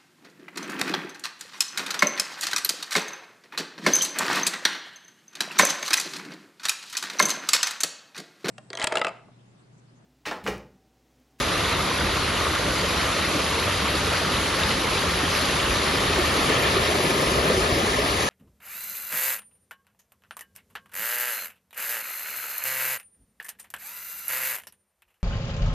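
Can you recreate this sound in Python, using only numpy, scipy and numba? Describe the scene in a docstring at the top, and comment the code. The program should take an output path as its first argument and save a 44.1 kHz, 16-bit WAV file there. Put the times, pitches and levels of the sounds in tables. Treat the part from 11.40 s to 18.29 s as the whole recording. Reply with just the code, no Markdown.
"""A gap in a stone wall by a pond: water pours through it and rushes down a narrow channel.
A hand-held camera and its microphone turn from the babbling inlet to the chute with its ringing gurgle.
Each band of the rush is noise of patchy loudness, mixed with crowds of ringing bubbles above the low plunge.
Fine spray lies on top; single bubbles plop close by, the flow heaves and splashes,
and the air between the walls rings; a fluttering notch near 1.5 kHz thins the mid of the mix."""
import sys
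import numpy as np
from scipy import signal
from scipy.fft import rfft, irfft, next_fast_len
from scipy.io import wavfile
from scipy.ndimage import uniform_filter1d, map_coordinates
from numba import njit

SR = 44100
rng = np.random.default_rng(int(sys.argv[2]) if len(sys.argv) > 2 else 0)


def file_out(sig):
    """Save sig as 16-bit WAV at sys.argv[1]."""
    # one column per channel
    cols = np.atleast_2d(sig).T
    # limit, then scale
    lim = np.clip(cols, -1, 1)
    pcm = np.round(lim * 32767).astype(np.int16)
    wavfile.write(sys.argv[1], SR, pcm)


N = 303844

# where the camera points: (time [s], share of the chute [0-1])
TURN = [(0, 0), (3.0, 0.05), (4.6, 0.23), (5.2, 0.56), (6.3, 0.99), (6.89, 0.88)]
# relative colour of the water at the inlet: (frequency [Hz], mid level [dB], side level [dB])
INLET = [(131, 2.5, -31), (194, 1, -16.5), (228, -4.5, -41), (282, 0, -13.5), (410, -2, -10.5),
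         (563, -1.5, -10), (774, -9, -15), (1165, -2.5, -18), (1700, -8.5, -9), (1800, -6.5, -22),
         (2400, -8, -29.5), (3080, -8.5, -20.5), (4500, -10, -5.5)]
# relative colour of the water in the chute: (frequency [Hz], mid level [dB], side level [dB])
CHUTE = [(130, -3.5, -23), (243, -2.5, -22), (315, -2.5, -17), (410, 0, -16), (490, -3, -10),
         (566, -1.5, -10.5), (830, -10.5, -12), (1257, -7, -10), (1330, -11.5, -7.5), (1666, -12, -9),
         (1720, -7, -39), (2740, -12.5, -12.5), (3580, -14, -16.5), (4420, -30, -25)]
# relative mid and side levels of the high hiss; from 7.7 to 9 kHz almost only side remains:
# (frequency [Hz], mid level [dB], side level [dB])
SPRAY = [(3700, 12, -8), (4530, 2, -6.5), (5640, -4, -11.5), (6200, -5, -13), (6590, -4.5, -8),
         (7470, -12, -3), (7700, -76, -3.5), (8960, -66, -5), (9670, -10, -3), (11160, -5.5, -45),
         (12250, -14, -60)]
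# how the spray changes towards the chute: (frequency [Hz], gain [dB])
SPRAY_AT_CHUTE = [(4400, 0), (5600, 0.5), (7200, -0.5), (10500, 2.1)]
# relative colour of the plunge, nearly the same in both ears: (frequency [Hz], mid level [dB], side level [dB])
PLUNGE = [(20, -17, -41), (32, -10.5, -36), (44.7, -2.5, -32), (61.7, 3.5, -26), (75, 6, -25),
          (98, 1.5, -30), (135, -3, -24)]
# bearing of the water at each place, as the part of the side that follows the mid:
# (frequency [Hz], left louder [-1 to 1], left earlier [-1 to 1])
INLET_BEARING = [(100, 0.024, 0.32), (380, 0.5, -0.3), (680, -0.46, -0.21), (1400, -0.35, -0.2),
                 (1850, 0.29, 0.32), (2600, 0.0, 0.21), (4800, 0.38, 0.29), (7500, 0.06, -0.34)]
CHUTE_BEARING = [(100, 0.14, 0.1), (400, 0.27, 0.29), (900, 0.58, 0.34), (1500, 0.053, -0.14),
                 (2000, 0.08, 0.17), (3000, 0.37, 0.43), (5000, 0.16, 0.13), (7500, 0.07, -0.24)]
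SPRAY_BEARING = [(4700, 0.28, .25), (5600, .15, -.15), (6700, .15, -.5), (8000, 0, 0), (10000, 0.018, .35),
                 (11500, 0, 0)]
# single bubbles close to the microphone, from low glugs to high plinks, before foam softens them:
# (time [s], level [dB], pitch [Hz], ring down to -60 dB [cycles])
PLOPS = [(0.249, -20, 3340, 90), (0.513, -13.5, 1080, 24), (0.609, -18, 1480, 58), (0.866, -15, 2600, 10),
         (0.978, -16, 2900, 10), (1.068, -15.5, 1180, 45), (1.437, -17, 447, 28), (1.728, -21, 3520, 80),
         (1.849, -15.5, 2070, 46), (2.065, -21, 3140, 47), (2.279, -21.5, 567, 39), (2.554, -14, 4350, 41),
         (2.672, -17.5, 425, 27), (2.746, -20, 1540, 49), (2.815, -19, 640, 32), (2.988, -25, 1770, 49),
         (3.219, -18, 3000, 30), (3.235, -9.5, 3680, 26), (3.831, -16, 275, 25), (4.697, -18, 404, 25),
         (4.787, -18.5, 347, 62), (5.1, -12.5, 420, 20), (5.192, -15.5, 406, 35), (5.365, -16.5, 383, 46),
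         (5.487, -20, 355, 38), (5.555, -18, 388, 37), (5.601, -18, 370, 36), (5.695, -20, 372, 45),
         (5.822, -17, 530, 32), (5.915, -18, 380, 50), (6.101, -11, 501, 38), (6.118, -19, 620, 30),
         (6.175, -16, 375, 35), (6.363, -22, 312, 28), (6.471, -17.5, 410, 43), (6.585, -18, 558, 42)]
# course of each part of the flow: (level at the inlet [dB], level at the chute [dB],
# time when nearest [s], lift when nearest [dB], slow drift [dB])
PLUNGE_LEVEL = (-35, -31, 6.5, -1.1, 0.3)
GURGLE_LEVEL = (-30.5, -28, 5.5, 2, 0.27)
BABBLE_LEVEL = (-27, -28, 5, 1.5, 0)
# the spray comes out from behind the wall as the camera reaches the gap, before surges: (time [s], level [dB])
SPRAY_LEVEL = [(0, -33), (1.5, -33), (2.05, -32.5), (3.8, -32), (3.98, -29.6), (4.15, -31.5), (5.0, -31.5),
               (5.9, -31.5), (6.2, -32), (6.89, -32)]
# a narrow notch in the mid near 1.5 kHz, before its random flutter: (time [s], depth [0-1])
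NOTCH = [(4.5, 0), (5.2, 0.6), (5.45, 0.25), (5.72, 0.42), (6.28, 0.2), (6.33, 0.95), (6.45, 0.25),
         (6.58, 0.85), (6.65, 0.7), (6.8, 1)]
# heaves, where a lump of water folds under: (time [s], lift of the plunge [dB], lift of the gurgle [dB])
HEAVES = [(0.67, 7.5, 1.5), (1.28, 2.5, 3.5), (1.43, 1, 2.3), (1.95, -1, 2.2), (2.3, 3, -0.5),
          (2.93, 0, 1.5), (3.25, 5.5, 0.5), (3.88, 3, 0.5), (4.31, 5.5, 1.5), (4.69, 7.5, 2), (4.8, -1, 3),
          (5.1, -1, 1.5), (5.22, 1, 2), (5.4, 7.5, 0), (5.57, -4, -0.5), (5.7, -1, 1), (5.82, -5, 2.5),
          (5.98, 5.5, 2.5), (6.11, -5, 2.5), (6.34, 5, 0.5), (6.6, 3, 1)]
# splashes against the stones: (time [s], lift of the babble [dB])
SPLASHES = [(2.3, 0.8), (2.755, 1.8), (2.89, 0.5), (3.222, 1.4), (3.31, 2), (3.97, 1.5), (4.34, 1),
            (4.48, 1.2), (5.1, 2.5), (5.18, 1.7), (5.27, 3), (5.37, 0.5), (6.08, 2)]

# time from the middle of a swell until its lift in dB has fallen to 1/e
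NEAR_S, HEAVE_S, SPLASH_S = 1, 0.041, 0.029
# rates count the knots of a random curve per second; depths multiply that curve
SURGE_RATE, BABBLE_SURGE_DB, SPRAY_SURGE_DB = 24, 0.09, 0.43
NOTCH_START_HZ, NOTCH_END_HZ, NOTCH_WIDTH_HZ = 1610, 1470, 100
NOTCH_FLUTTER, NOTCH_FLUTTER_RATE = 0.44, 22  # flutter as a part of the depth
CHUTE_RING_HZ, CHUTE_RING_WIDTH_HZ, CHUTE_RING_DB = 394, 28, -42
RING_WANDER_HZ, RING_WANDER_RATE = 22, 5
TOP_HZ = 11850  # upper limit of the camera's sound


def amp(db):
    """Decibels to gain."""
    return 10 ** (np.asarray(db) / 20)


def unit(x):
    """x at rms 1."""
    return x / np.sqrt(np.mean(x ** 2) + 1e-20)


def along(rows, hz):
    """Each column after the frequency, read on a log axis."""
    knots_hz, *columns = np.transpose(rows)
    return [np.interp(np.log(hz + 1), np.log(knots_hz + 1), column) for column in columns]


def curves(rows):
    """One value per sample for each column after the time."""
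    knots_s, *columns = np.transpose(rows)
    return [np.interp(np.arange(N) / SR, knots_s, column) for column in columns]


def wobble(rate):
    """A smooth random curve, rate knots a second."""
    knots = rng.standard_normal(int(N * rate / SR) + 4)
    return map_coordinates(knots, [np.arange(N) * rate / SR])


def filtered(x, response):
    """x times a complex response of frequency."""
    m = next_fast_len(N + SR // 4)  # zeros at the end keep the filter's tail off the start
    hz = np.fft.rfftfreq(m, 1 / SR)
    return irfft(rfft(x, m) * response(hz), m)[..., :N]


def band(hz, low_hz, high_hz, order=16):
    """Steep band-pass gain; neighbouring bands add up to even power."""
    below = (low_hz / (hz + 1)) ** order
    above = (hz / high_hz) ** order
    return 1 / np.sqrt((1 + below) * (1 + above))


def turbulence(patchy_db):
    """Two unrelated white noises with short patches of random gain in time and frequency."""
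    spectrum = signal.stft(rng.standard_normal((2, N)), nperseg=512)[2]
    field = rng.standard_normal(spectrum.shape[1:])
    field = uniform_filter1d(field, size=7, axis=0)  # patches seven bins wide
    field = uniform_filter1d(field, size=10, axis=1)  # and ten frames long
    patchy = spectrum * amp(patchy_db * unit(field))
    return unit(signal.istft(patchy, nperseg=512)[1][:, :N])


def bubble(t, hz, cycles, rise):
    """A bubble swells within a cycle and rings for some more, its pitch rising as it nears the surface."""
    age = t * hz / cycles  # 1 when the ring is 60 dB down
    tone = np.sin(2 * np.pi * hz * t * (1 + rise * age / 2))
    onset = 1 - np.exp(-(2 * t * hz) ** 2)
    return tone * amp(-60 * age) * onset


@njit
def scatter(shapes, kinds, starts, sizes, length):
    """Sum of scaled copies of the shapes, each from its own start."""
    out = np.zeros(length + shapes.shape[1])
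    for kind, start, size in zip(kinds, starts, sizes):
        for k in range(shapes.shape[1]):
            out[start + k] += size * shapes[kind, k]
    return out[:length]


def bubbles(rate, low_hz, high_hz, cycles, rise, spread_db, count=400):
    """Two unrelated crowds of bubbles, rate a second in each, their pitches even on a log axis."""
    hz = np.geomspace(low_hz, high_hz, count)
    t = np.arange(int(cycles / low_hz * SR)) / SR
    shapes = bubble(t, hz[:, None], cycles, rise)
    pitch, luck, sign, when = rng.random((int(2 * rate * N / SR), 4)).T
    kinds = (pitch * count).astype(int)
    starts = (when * 2 * N).astype(int)
    # most bubbles are faint, a few are loud; size in proportion to pitch evens the power per Hz
    loud_db = spread_db * np.minimum(-np.log(1 - luck), 4)
    sizes = hz[kinds] * np.sign(sign - .5) * amp(loud_db)
    crowd = scatter(shapes, kinds, starts, sizes, 2 * N).reshape(2, N)
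    return unit(crowd) * np.sqrt(2 * (high_hz - low_hz) / SR)  # as dense in power as white noise


def placed(water, colour, bearing, low_hz, high_hz):
    """One band of the water as left and right hear it, its mid at rms 1."""
    def response(hz):
        mid, side = amp(along(colour, hz)) * band(hz, low_hz, high_hz)
        louder, earlier = along(bearing, hz)
        diffuse = np.sqrt(np.clip(1 - louder ** 2 - earlier ** 2, 0, 1))
        # a quarter-turn of phase puts one ear ahead of the other
        return np.array([mid, side * (louder + 1j * earlier), side * diffuse])
    direct, scattered = water
    mid, lean, spread = filtered(np.array([direct, direct, scattered]), response)
    return np.array([mid + lean + spread, mid - lean - spread]) / np.std(mid)


def turning(source, low_hz, high_hz):
    """The inlet gives way to the chute at even power as the camera turns."""
    share = np.clip(curves(TURN)[0], 0, 1)
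    inlet = placed(source(), INLET, INLET_BEARING, low_hz, high_hz)
    chute = placed(source(), CHUTE, CHUTE_BEARING, low_hz, high_hz)
    return np.sqrt(1 - share) * inlet + np.sqrt(share) * chute


def loudness(inlet_db, chute_db, nearest_s, lift_db, drift_db):
    """Level in dB of one part of the flow: it follows the turn, is lifted or dips when nearest, and drifts."""
    near = np.exp(-((np.arange(N) / SR - nearest_s) / NEAR_S) ** 2)
    turned_db = inlet_db + (chute_db - inlet_db) * curves(TURN)[0]
    return turned_db + lift_db * near + drift_db * wobble(5.5)


def plunge():
    """The falling sheet of water makes whole clouds of air throb: low noise of unsteady level."""
    throb = amp(0.61 * wobble(14))
    return throb * placed(rng.standard_normal((2, N)), PLUNGE, CHUTE_BEARING, low_hz=18, high_hz=130)


def gurgle():
    """Large pockets of air fold under and ring between the walls."""
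    pockets = bubbles(rate=200, low_hz=150.5, high_hz=800, cycles=30, rise=0.068, spread_db=1.4)
    return turbulence(patchy_db=0.45) + amp(-1) * pockets


def babble():
    """A dense crowd of pea-sized bubbles breaks out of the white water."""
    crowd = bubbles(rate=1700, low_hz=704.7, high_hz=4836, cycles=49.6, rise=0.084, spread_db=2.5)
    return (turbulence(patchy_db=1.1) + crowd) * amp(0.37 * wobble(90))


def spray():
    """Droplets patter back on the stream in little bursts, each leaving a tiny ringing bubble."""
    drops = bubbles(rate=1600, low_hz=3980, high_hz=11730, cycles=28, rise=0.066, spread_db=0.5)
    bursts = amp(0.58 * wobble(120))
    fizz = (turbulence(patchy_db=1.74) + amp(-5) * drops) * bursts
    at_inlet = placed(fizz, SPRAY, SPRAY_BEARING, low_hz=4197, high_hz=13400)
    at_chute = filtered(at_inlet, lambda hz: amp(along(SPRAY_AT_CHUTE, hz)[0]))
    return at_inlet + curves(TURN)[0] * (at_chute - at_inlet)


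def chute_ring():
    """The churning keeps the air between the walls ringing: resonant noise whose pitch wanders."""
    def walls(hz):
        return 1 / (1 + 1j * (hz - CHUTE_RING_HZ) / CHUTE_RING_WIDTH_HZ) ** 2
    ring = signal.hilbert(unit(filtered(rng.standard_normal(N), walls)))
    shift_hz = RING_WANDER_HZ * wobble(RING_WANDER_RATE)
    wander = np.exp(2j * np.pi * np.cumsum(shift_hz) / SR)
    return np.sqrt(np.clip(curves(TURN)[0], 0, 1)) * (ring * wander).real


def plops(rows, rise):
    """Near bubbles stand out of the rush for an instant; foam softens their edges."""
    out = np.zeros(N + SR)
    t = np.arange(SR // 6) / SR
    for start_s, db, hz, cycles in rows:
        start = round(start_s * SR)
        out[start:start + len(t)] += amp(db) * bubble(t, hz, cycles, rise)
    return filtered(out[:N], lambda hz: band(hz, low_hz=200, high_hz=5200))


def swells(times, lifts_db, length_s):
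    """Brief bell-shaped lifts or dips of the flow, in dB."""
    t = np.arange(N) / SR
    return sum(db * np.exp(-((t - s) / length_s) ** 2) for s, db in zip(times, lifts_db))


def notched(pair):
    """Takes a narrow band out of the mid by a fluttering amount; its centre shifts down with the turn."""
    mid = pair.mean(axis=0)

    def narrow_band(centre_hz):
        return filtered(mid, lambda hz: np.exp(-np.abs((hz - centre_hz) / NOTCH_WIDTH_HZ) ** 3))
    high = narrow_band(NOTCH_START_HZ)
    low = narrow_band(NOTCH_END_HZ)
    cancelled = high + np.clip(curves(TURN)[0], 0, 1) * (low - high)
    flutter = 1 + NOTCH_FLUTTER * wobble(NOTCH_FLUTTER_RATE)
    return pair - np.clip(curves(NOTCH)[0] * flutter, 0, 1) * cancelled


def scene():
    """All parts of the flow; a heave moves plunge and gurgle, a surge moves babble and spray together."""
    surge = wobble(SURGE_RATE)
    heave_s, plunge_db, gurgle_db = np.transpose(HEAVES)
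    low_db = loudness(*PLUNGE_LEVEL) + swells(heave_s, plunge_db, HEAVE_S)
    low = amp(low_db) * plunge()
    body_db = loudness(*GURGLE_LEVEL) + swells(heave_s, gurgle_db, HEAVE_S)
    body = amp(body_db) * turning(gurgle, low_hz=129.4, high_hz=776)
    splash_db = swells(*np.transpose(SPLASHES), SPLASH_S)
    middle_db = loudness(*BABBLE_LEVEL) + BABBLE_SURGE_DB * surge + splash_db
    middle = amp(middle_db) * turning(babble, low_hz=728, high_hz=3630)
    high = amp(curves(SPRAY_LEVEL)[0] + SPRAY_SURGE_DB * surge) * spray()
    ring = amp(CHUTE_RING_DB) * chute_ring()
    near = plops(PLOPS, rise=0.062)
    return notched(low + body + ring + middle + high + near)


def record(dry):
    """The camera keeps next to nothing above its band limit: a very steep low-pass."""
    return filtered(dry, lambda hz: 1 / np.sqrt(1 + (hz / TOP_HZ) ** 300))


dry = scene()
out = record(dry)
file_out(out)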